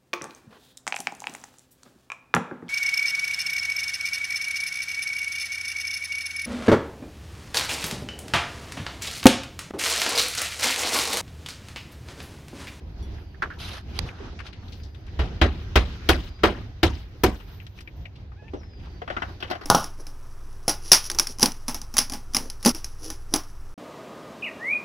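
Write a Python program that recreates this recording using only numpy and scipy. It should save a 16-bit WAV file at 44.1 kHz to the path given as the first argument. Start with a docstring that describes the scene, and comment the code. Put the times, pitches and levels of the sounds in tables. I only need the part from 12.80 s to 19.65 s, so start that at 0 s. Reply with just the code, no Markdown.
"""Outdoors at a shed, a hammer drives a nail through a vinyl corner post into a hollow wooden wall.
Each blow cracks, rings the wall's modes, rattles the post and scatters back from the yard.
Around the blows nails ring as they touch, tools and pouch knock in puffs of noise, shoes scuff and
squeak on concrete, and a metal work bench rattles as it is grabbed. A far bird whistles falling
notes over a noise bed of low traffic rumble and a light breeze."""
import sys
import numpy as np
from scipy import signal
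from scipy.io import wavfile
from scipy.ndimage import uniform_filter1d

SR = 44100
rng = np.random.default_rng(int(sys.argv[2]) if len(sys.argv) > 2 else 0)


def master(y):
    """Save y as 16-bit WAV."""
    cut = np.clip(np.atleast_2d(y).T, -1, 1)
    pcm = np.round(cut * 32767)  # scale
    wavfile.write(sys.argv[1], SR, pcm.astype(np.int16))


N = 302085


def amp(db):
    """Gain of a level in dB."""
    return 10 ** (np.asarray(db) / 20)


def unit_rms(x):
    """The signal scaled to rms 1."""
    return x / np.sqrt(np.mean(x ** 2) + 1e-20)


def at_hz(points, hz):
    """A curve read on a log-frequency axis."""
    points = np.array(points)
    return np.interp(np.log(hz), np.log(points[:, 0]), points[:, 1])


def automation(rows, column, outside=None):
    """One column as a curve over the scene; past its ends it holds, or takes the outside value."""
    rows = np.array(rows)
    return np.interp(np.arange(N) / SR, rows[:, 0], rows[:, column], outside, outside)


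def drift(rate_hz):
    """Smooth random modulation over the scene, rms 1."""
    pole = np.exp(-80 * np.pi * rate_hz / SR)
    white = rng.standard_normal(N // 40 + 2002)
    slow = signal.lfilter([1], [1, -2 * pole, pole * pole], white)[2000:]
    return np.interp(np.arange(N) / 40, np.arange(len(slow)), unit_rms(slow))


def chatter(size, width_s):
    """Uneven loudness of loose parts: smoothed noise, rms 1."""
    width = int(width_s * SR)
    return unit_rms(uniform_filter1d(uniform_filter1d(rng.standard_normal(size), width), width))


def ring(x, hz, t60):
    """One mode: a unit click sets off a dying sine of height 1."""
    r, w = amp(-60 / (t60 * SR)), 2 * np.pi * hz / SR
    return signal.lfilter([0, np.sin(w)], [1, -2 * r * np.cos(w), r * r], x + 1e-18)


def band(x, low_hz, high_hz, order=2):
    """Butterworth band-pass."""
    return signal.sosfilt(signal.butter(order, [low_hz, high_hz], "band", fs=SR, output="sos"), x)


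def stereo_bands(size, correlation_at):
    """Yields (centre_hz, stereo noise) in third octaves, each with its own stereo width."""
    edges_hz = 20 * 2 ** (np.arange(30) / 3)
    white = rng.standard_normal((2, 2, size))
    for k, (low, high) in enumerate(zip(edges_hz, edges_hz[1:])):
        hz = np.sqrt(low * high)
        mid, side = band(white[k % 2], low, high)
        alike = np.clip(correlation_at(hz), 0, 1)
        yield hz, np.sqrt(1 + alike) * mid + np.sqrt(1 - alike) * side * [[1], [-1]]


def puff(t, low_hz, high_hz, t60):
    """A burst of band noise with a fast attack and a grainy decay, partly alike left and right."""
    noise = rng.standard_normal(len(t)) + 0.87 * rng.standard_normal((2, len(t)))
    attack = 1 - np.exp(-t / (0.01 * t60))
    decay = amp(-60 * t / max(t60, .004) + 1.6 * chatter(len(t), 0.00093))
    return unit_rms(band(noise, low_hz, min(high_hz, 18000))) * attack * decay


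# From then on knocks and bench jolts reach the left channel slightly later
LAG_FROM_S, LEFT_LAG_S = 4.6, .00035


def place(out, start_s, sound, pan_db=0.):
    """Mixes a one-shot in; pan_db is left minus right, and after LAG_FROM_S the left side lags."""
    sound = sound * amp([[pan_db / 2], [-pan_db / 2]])
    for channel, lag_s in enumerate([LEFT_LAG_S * (start_s > LAG_FROM_S), 0]):
        i = int((start_s + lag_s) * SR)
        out[channel, i:i + sound.shape[1]] += sound[channel, :N - i]


# Fader moves of the ambience: time_s, rumble_db, drone_db, mid_air_db, hiss_db
AMBIENCE_FADERS = [(0.0, -37.5, -49, -61.5, -79), (0.4, -39, -49.5, -57.5, -74),
                   (1.1, -35.5, -44.5, -53, -72), (1.6, -38.5, -49, -55, -89),
                   (2.0, -37.5, -49, -57.5, -68), (2.35, -36, -47.5, -57, -79),
                   (3.2, -36.5, -47.5, -50.5, -72), (3.85, -38.5, -51.5, -57.5, -80),
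                   (4.4, -40, -53, -59, -71), (4.7, -41, -51, -57, -69.5), (5.3, -39.5, -52.5, -63, -85),
                   (5.9, -37.5, -48.5, -58.5, -81), (6.5, -35.5, -47, -52.5, -72),
                   (6.85, -39, -44.5, -52.5, -70)]
# Tone shaping ahead of those faders: freq_hz, gain_db
AMBIENCE_EQ = [(12, -44), (20, -14.5), (74, 1), (210, -23.5), (234, -23.5), (270, -23.5), (410, -26.5),
               (542, -38), (759, -32), (1090, -43), (1480, -42), (3250, -46), (8890, -61), (13900, -35.5),
               (16000, -76)]
# Centred lows, wide highs: freq_hz, left_right_correlation
AMBIENCE_CORRELATION = [(60, 0.98), (180, 0.99), (550, 0.63), (1650, 0.0019), (4970, 0.0), (15000, 0)]


def traffic_and_breeze():
    """Far traffic, mid-band outdoor wash and hiss: four noise layers on faders, swaying in one gust."""
    layers, gust = np.zeros((4, 2, N)), drift(2.5)
    for hz, noise in stereo_bands(N, lambda f: at_hz(AMBIENCE_CORRELATION, f)):
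        k = np.searchsorted([170, 1100, 7000], hz)   # crossovers in Hz
        layers[k] += noise * amp(at_hz(AMBIENCE_EQ, hz) + 2.76 * gust + 1.67 * drift(9.8))
    faders_db = [automation(AMBIENCE_FADERS, column) for column in (1, 2, 3, 4)]
    faders_db[3] += 1.6 * drift(9.9)   # the hiss flickers
    return sum(unit_rms(layer) * amp(db) for layer, db in zip(layers, faders_db)) * amp([[-.4], [.4]])


# Nails touching: start_s, level_db
NAIL_CLINKS = [(0.2264, -49.5), (0.3436, -64)]
# The ring of a nail: pitch_hz, gain_db, t60_s
NAIL_MODES = [(3420, -6, 0.27), (4020, -24, 0.53), (4495, -6, 0.16), (5782, -8, 0.16), (7540, -15, 0.11),
              (8000, -27, 0.25), (9367, -10.5, 0.13), (10510, -15, 0.16), (11400, -20, 0.17),
              (11920, -36, 0.16), (12880, -25, 0.12), (13160, -32.5, 0.2)]


def nail_clinks():
    """Each touch strikes every mode of a nail with its own strength."""
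    out, click = np.zeros((2, N)), 1. * (np.arange(SR // 3) == 0)
    for start_s, level_db in NAIL_CLINKS:
        clink = sum(ring(click, hz, t60) * amp(db + 2 * rng.standard_normal())
                    for hz, db, t60 in NAIL_MODES)
        place(out, start_s, amp(level_db + 1) * clink)
    return out


# Falling whistles: start_s, end_s, first_hz, target_hz, glide_s, level_db
BIRD_NOTES = [(.33, .6, 5000, 4350, .25, -70), (1.7, 1.85, 4750, 4380, .04, -69),
              (1.98, 2.24, 4880, 4750, .15, -70), (3.47, 3.62, 4850, 4810, .1, -65),
              (5.74, 5.86, 5400, 4950, .06, -73), (5.762, 6.225, 6050, 4570, .13, -65)]


def bird():
    """A far bird, a little to the left: wavering sine notes that slide down toward a pitch."""
    out, t = np.zeros(N), np.arange(N) / SR
    for start_s, end_s, first_hz, target_hz, glide_s, level_db in BIRD_NOTES:
        hz = target_hz + (first_hz - target_hz) * np.exp(-np.clip(t - start_s, 0, 1) / glide_s)
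        phase = 2 * np.pi * np.cumsum(hz * (1 + .008 * drift(150))) / SR
        gate = np.clip(np.minimum(t - start_s, (end_s - t) / 2) / 0.0091, 0, 1)
        out += np.sin(phase) * gate * amp(level_db + 3.5 * drift(25))
    return out * amp([[1.5], [-1.5]])


# Tools, pouch and shoes knocking: start_s, level_db, centre_hz, width_octaves, t60_s, pan_db
GEAR_KNOCKS = [(0.382, -41, 1550, 0.59, 0.082, -8), (0.543, -40, 1620, 0.61, 0.06, -8),
               (0.6207, -9.5, 1350, 0.73, 0.1, -1.5), (0.7012, -24.5, 1500, 0.45, 0.14, -2.5),
               (0.8866, -37, 1500, 2.8, 0.059, -5), (1.1894, -17, 1870, 2.76, 0.019, -17.5),
               (1.287, -25.5, 2050, 0.55, 0.051, 4.5), (1.399, -31, 410, 0.3, 0.21, 1),
               (1.5263, -31, 420, 1.6, 0.07, 3.5), (1.589, -30, 1980, 1.12, 0.068, 8),
               (1.602, -27, 1570, 1.2, 0.07, 8), (1.666, -36.5, 3000, 1.1, 0.077, 16),
               (1.728, -40.5, 2360, 1.14, 0.088, 17), (1.8811, -43, 3940, 0.42, 0.055, 12),
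               (1.9203, -40.5, 3640, 0.94, 0.21, 9), (2.033, -43.5, 4350, 0.77, 0.14, 11),
               (2.146, -42, 2180, 1.3, 0.1, 9), (2.2657, -47, 2380, 1.7, 0.051, 14),
               (4.3505, -38.5, 400, 0.9, 0.077, -2), (4.8004, -36.5, 2400, 0.63, 0.05, 12),
               (4.866, -34, 2330, 1.37, 0.046, 7), (4.987, -34, 2310, 0.81, 0.045, 12),
               (5.0051, -36.5, 2280, 2.27, 0.075, 5.5), (5.074, -27.5, 2200, 0.42, 0.05, 7.5),
               (5.2535, -27.5, 2310, 0.5, 0.055, 9.5), (5.6199, -35, 380, 1, 0.11, -4),
               (5.68, -40.5, 2480, 0.29, 0.063, 16), (5.7342, -18, 360, 1.18, 0.14, 1),
               (6.07, -39.5, 920, 1.2, 0.061, 5.5)]


def gear_knocks(faint_per_s=4, thud_db=-20):
    """Each knock is a puff in one broad resonance with a thud and a tick; faint ones fall at random."""
    out, t = np.zeros((2, N)), np.arange(SR // 4) / SR
    faint = [(when * N / SR, -48 + 8 * size, 900 * (3000 / 900) ** pitch, 1, 0.096, 10 * side)
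             for when, size, pitch, side in rng.random((int(faint_per_s * N / SR), 4))]
    for start_s, level_db, hz, octaves, t60, pan_db in GEAR_KNOCKS + faint:
        half_width = 2 ** (octaves / 2)
        body = puff(t, hz / half_width, hz * half_width, t60) + amp(-20) * puff(t, 470, 2800, t60)
        thud = amp(thud_db) * puff(t, 246, 600, 3 * t60)
        # a broader, higher knock is a harder contact and ticks more
        tick_db = -47.5 + 17 * octaves + 7 * np.log2(hz / 2000)
        tick = amp(tick_db) * puff(t, 10000, 11000, .5 * t60)
        place(out, start_s, amp(level_db - 8) * (body + thud + tick), pan_db)
    return out


# Soles, cloth and pouch rubbing: start_s, length_s, attack_s, rasp_db, grit_db, hiss_db
SCUFFS = [(0.784, 0.23, 0.019, -47, -40.5, -51), (1.134, .075, 0.041, -49.5, -45.5, -60),
          (1.247, 0.073, 0.023, -45.5, -48.5, -63), (1.63, 0.084, 0.026, -50, -50, -70),
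          (1.302, 0.22, 0.03, -51.5, -60, -76), (4.656, 0.13, 0.02, -60, -61, -75),
          (4.952, 0.065, 0.024, -61, -54, -70), (6.026, 0.069, 0.033, -54, -57, -75),
          (6.282, 0.26, 0.049, -51, -58, -80), (6.59, 0.34, 0.033, -53, -64, -81)]
# Tone of the rasp and grit: freq_hz, gain_db
SCUFF_EQ = [(180, -27), (300, -6), (398, 0), (468, 3.5), (1490, 6.5), (1900, -1), (3040, 2.5), (5970, -8.5),
            (7500, -25.5), (9750, -57), (16500, -120)]
# A stroke dulls as it slows: rasp_db_per_s, grit_db_per_s, hiss_db_per_s
SCUFF_DULLING = [14, -18.5, -30]


def scuffs(release_s=0.036, fade_depth_db=13.5):
    """Friction as three layers of grainy noise; through a stroke rasp grows, grit and hiss sink."""
    rasp_and_grit, t = np.zeros((2, 2, N)), np.arange(N) / SR
    for hz, noise in stereo_bands(N, lambda f: .5):
        gain = amp(at_hz(SCUFF_EQ, hz) + 2 * drift(20)) * (500 < hz < 7000)
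        rasp_and_grit[int(hz > 2200)] += noise * gain
    hiss = band(rng.standard_normal((2, N)), 8600, 12000)
    gains = np.zeros((3, N))
    for start_s, length_s, attack_s, *levels_db in SCUFFS:
        inside = (t > start_s) & (t < start_s + length_s)
        age_s = t[inside] - start_s
        fade = np.clip(np.minimum(age_s / attack_s, (length_s - age_s) / release_s), 0, 1)
        shape_db = fade_depth_db * (fade - 1) + np.c_[SCUFF_DULLING] * age_s
        gains[:, inside] += amp(np.c_[levels_db] + shape_db)
    strokes = sum(unit_rms(layer) * gain for layer, gain in zip([*rasp_and_grit, hiss], gains))
    return amp(1.6 * drift(170)) * strokes


# A blow's sharp arrivals, direct and off the ground and eaves: delay_s, level_db, signed_gain
CRACK_TAPS = [(.0008, -2, 0.41), (.0026, -8.5, 0.5), (.0045, -13, -0.78), (.0062, -11, 0.29)]


def hammer_crack(size):
    """The impact and its early reflections as clicks, timed a little apart left and right."""
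    clicks = np.zeros((2, size))
    for delay_s, level_db, signed_gain in CRACK_TAPS:
        at = ((delay_s + .0002 * rng.random(2)) * SR).astype(int)
        clicks[[0, 1], at] = signed_gain * amp(level_db + 2 * rng.standard_normal())
    return clicks


# The ring of the hollow wall: pitch_hz, gain_db, t60_s
WALL_MODES = [(44.7, -7, 0.63), (63.5, 5, 0.26), (73.6, 4.5, 0.25), (99.5, 0.5, 0.24), (173, -15, 0.17),
              (199.7, -19, .2), (272.3, 2.5, 0.16), (332, 14.5, 0.1), (387.5, 4, 0.11), (500, -10, 0.027),
              (739, 2, 0.14), (963, -1.5, 0.034), (981, -0.5, 0.07), (1338, 1, 0.078), (1487, -8, 0.063),
              (1746, 5.5, 0.022), (1973, -3, 0.065), (2454, -8, 0.055), (2650, -20, 0.017),
              (2940, -1, 0.049), (3186, 2.5, 0.045), (3520, -28, 0.04), (3720, -21, 0.02)]


def wall_ring(t, blow_eq_db):
    """A blow rings every mode of the wall; the low ones start later and swell more slowly."""
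    out, click = 0, 1. * (t == 0)
    for hz, level_db, t60 in WALL_MODES:
        late = int(.22 * SR / hz)   # big panels take part of a cycle to get going
        swell = np.roll(1 - np.exp(-t * hz / .5), late)
        variation_db = 2 * rng.standard_normal() + 0.5 * rng.standard_normal((2, 1))
        mode = swell * ring(np.roll(click, late), hz, t60)
        out = out + mode * amp(level_db + blow_eq_db(hz) + variation_db)
    return out


# Tone of the rattling post and boards: freq_hz, gain_db
CLATTER_EQ = [(94, -27.5), (160, -11), (206, -5.5), (346, -0.5), (600, -7.5), (839, -10.5), (1920, -15),
              (2080, -16), (2820, -15.5), (3230, -17), (6110, -25), (7690, -27), (13500, -23), (16000, -18)]
# Decay of that rattle: freq_hz, t60_s
RATTLE_DECAY = [(150, 0.064), (700, 0.07), (2500, 0.079), (6000, 0.052), (14000, 0.015)]
# Tail scattered by yard and trees: freq_hz, t60_s
YARD_DECAY = [(150, 0.47), (400, 0.23), (1040, 0.22), (2760, 0.18), (6000, 0.16), (10000, 0.13),
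              (15000, 0.056)]
# Tone of the blurred slap off the houses around: freq_hz, gain_db
SLAP_EQ = [(500, -11), (900, -7.5), (3400, 2.5), (6000, -2), (9000, -7.5), (15000, -14)]


def post_clatter(t, clicks, blow_eq_db, decay_scale, shared_chatter, slap_s=0.13, slap_spread_s=0.078):
    """Band by band: the crack, the rattle of post and boards, the yard's tail and the far slap."""
    out = 0
    slap = amp(-41.5) * np.exp(-((t - slap_s) / slap_spread_s) ** 4)
    for hz, noise in stereo_bands(len(t), lambda f: np.clip(470 / f, .3, .9)):
        rattle = (1 - np.exp(-t / 0.0033)) * amp(-60 * t / (decay_scale * at_hz(RATTLE_DECAY, hz)))
        yard = (1 - np.exp(-t / 0.013)) * amp(-9 - 60 * t / (decay_scale * at_hz(YARD_DECAY, hz)))
        echoes = yard + slap * amp(at_hz(SLAP_EQ, hz))
        flutter = amp(1.5 * shared_chatter + 3.5 * chatter(len(t), .012))
        crack = amp(25.5 if hz < 7200 else 18.5) * band(clicks, hz / 2 ** (1 / 6), hz * 2 ** (1 / 6))
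        gain = amp(at_hz(CLATTER_EQ, hz) + 31 + blow_eq_db(hz)) * (hz > 140)
        out = out + gain * (noise * (rattle + flutter * echoes) + crack)
    return out


# The hits, each with a five-band EQ and a stretch on its rattle and yard tail:
# start_s, level_db, boom_db, board_db, crack_db, steel_db, steel_top_db, decay_scale
HAMMER_BLOWS = [(2.39, -23.5, 4.5, -19, -15, -19, -33, 2.04), (2.614, -5, -9, -21, -16, -20.5, -35, 0.98),
                (2.956, -3, -11, -24, -17.5, -19, -25, 0.96),
                (3.289, 0, -16.5, -26, -19.5, -20.5, -20, 0.89),
                (3.634, -5, -15.5, -21.5, -16, -23.5, -29, 1.34),
                (4.03, -2.5, -16.5, -23, -21, -19, -25, 0.87),
                (4.435, -3.5, -16.5, -18.5, -19, -23.5, -15.5, 0.86)]
# Centres of that EQ: boom_hz, board_hz, crack_hz, steel_hz, steel_top_hz
BLOW_BANDS_HZ = [80, 320, 1300, 3900, 11000]
# Where each register of a blow sits, left minus right: freq_hz, pan_db
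BLOW_PAN = [(60, -1), (180, 0), (550, -3.5), (1650, 5), (4970, 6), (9500, -4.5), (14000, 0.5)]


def hammer():
    """Each blow on the nail cracks, rings the wall and rattles the post with its own tone."""
    out, t = np.zeros((2, N)), np.arange(SR * 2 // 5) / SR
    for start_s, level_db, *bands_db, decay_scale in HAMMER_BLOWS:
        tone = list(zip(BLOW_BANDS_HZ, bands_db))

        def eq_db(hz):
            return at_hz(tone, hz) + at_hz(BLOW_PAN, hz) * np.array([[.5], [-.5]])

        shared_chatter = chatter(len(t), .004)
        clicks = hammer_crack(len(t))
        wall = wall_ring(t, eq_db)
        clatter = post_clatter(t, clicks, eq_db, decay_scale, shared_chatter)
        place(out, start_s, amp(level_db) * (wall + clatter))
    return out


# Pulses of a thin high sizzle: peak_s, level_db
SIZZLE_PULSES = [(4.574, -67.5), (4.71, -61), (4.83, -65), (4.962, -65), (5.06, -70), (5.19, -68)]


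def sizzle(rise_db_per_s=302, fall_db_per_s=129.5):
    """A narrow band of top-end noise that swells fast and falls more slowly on each pulse."""
    t = np.arange(N) / SR
    pulses_db = [level_db - np.maximum(rise_db_per_s * (peak_s - t), fall_db_per_s * (t - peak_s))
                 for peak_s, level_db in SIZZLE_PULSES]
    noise = unit_rms(band(rng.standard_normal((2, N)), 13500, 14250, order=3))
    return noise * amp(np.max(pulses_db, axis=0) + 4 * drift(30))


# Path of the squeak: time_s, second_partial_hz, level_db
SQUEAK_PATH = [(5.55, 1419, -83), (5.562, 1473, -61), (5.592, 1696, -58), (5.622, 1657, -59),
               (5.662, 1800, -57), (5.7, 1780, -60)]


def sole_squeak():
    """A sole squeaks on concrete: three wavering partials bend upward, the second loudest."""
    pitch_hz = automation(SQUEAK_PATH, 1) / 2 * (1 + 0.0087 * drift(91))
    phase = 2 * np.pi * np.cumsum(pitch_hz) / SR
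    tone = amp(-2) * np.sin(phase) + np.sin(2 * phase) + amp(-6) * np.sin(3 * phase)
    return tone * amp(automation(SQUEAK_PATH, 2, outside=-200) + 1.8 * drift(50))


# Jolts of the grabbed bench: start_s, level_db, centre_hz, brightness_db
BENCH_JOLTS = [(6.216, -27.5, 466, -22), (6.276, -25.5, 1310, -33), (6.3, -19, 620, -41),
               (6.323, -28.5, 710, -29), (6.365, -19, 1360, -39), (6.419, -17.5, 1510, -42),
               (6.487, -42, 715, -24), (6.603, -35.5, 3000, -4), (6.624, -24, 2930, -11),
               (6.642, -30.5, 493, -26), (6.7, -26.5, 845, -5), (6.71, -18.5, 704, -9.5),
               (6.728, -24.5, 635, -30), (6.751, -27.5, 635, -16), (6.811, -31.5, 400, -9),
               (6.834, -34.5, 866, -10)]
# The metal frame before damping: pitch_hz, gain_db, undamped_t60_s
FRAME_MODES = [(360, 1.5, 0.27), (715, 5, 0.17), (1490, 0.5, 0.33), (1990, -4, 0.069), (2730, -7, 0.17),
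               (2990, -3, 0.17), (3210, -8, 0.059), (4000, -34, 0.084), (4440, -31, 0.05),
               (5900, -36, 0.058), (6105, -44, 0.15)]


def work_bench(rattle_t60_s=0.094, damped_t60_s=.025):
    """Each jolt is a cluster of contacts into the damped modes of the frame, plus loose rattle."""
    out, t = np.zeros((2, N)), np.arange(SR // 3) / SR
    for start_s, level_db, hz, brightness_db in BENCH_JOLTS:
        contact = amp(-30) * puff(t, 224, 2800, 0.76 * rattle_t60_s)
        frame = sum(ring(contact, mode_hz, min(t60, damped_t60_s)) * amp(db + 2 * rng.standard_normal())
                    for mode_hz, db, t60 in FRAME_MODES)
        body = puff(t, hz / 1.13, hz * 1.15, rattle_t60_s)
        rattle = amp(-0.5) * puff(t, 870, 1910, rattle_t60_s)
        bright = amp(brightness_db) * puff(t, 3600, 5200, rattle_t60_s)
        tick = amp(brightness_db - 10.5) * puff(t, 8600, 14400, 0.6 * rattle_t60_s)
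        place(out, start_s, amp(level_db - 8) * (frame + body + rattle + bright + tick), pan_db=5)
    return out


def scene():
    """The stereo mix of all sources."""
    work = hammer() + gear_knocks() + work_bench() + nail_clinks()
    return work + bird() + sole_squeak() + scuffs() + sizzle() + traffic_and_breeze()


def record(dry):
    """The microphones dip in a band of the treble; peaks are rounded and the top is cut."""
    dip_low_hz, dip_high_hz, cutoff_hz = 7270, 10020, 16900
    below = signal.sosfilt(signal.butter(10, dip_low_hz, fs=SR, output="sos"), dry)
    above = signal.sosfilt(signal.butter(2, dip_high_hz, "high", fs=SR, output="sos"), dry - below)
    rounded = 1.2 * np.tanh((below + above) / 1.2)
    return signal.sosfilt(signal.cheby2(12, 70, cutoff_hz, fs=SR, output="sos"), rounded)


dry = scene()
out = record(dry)
master(out)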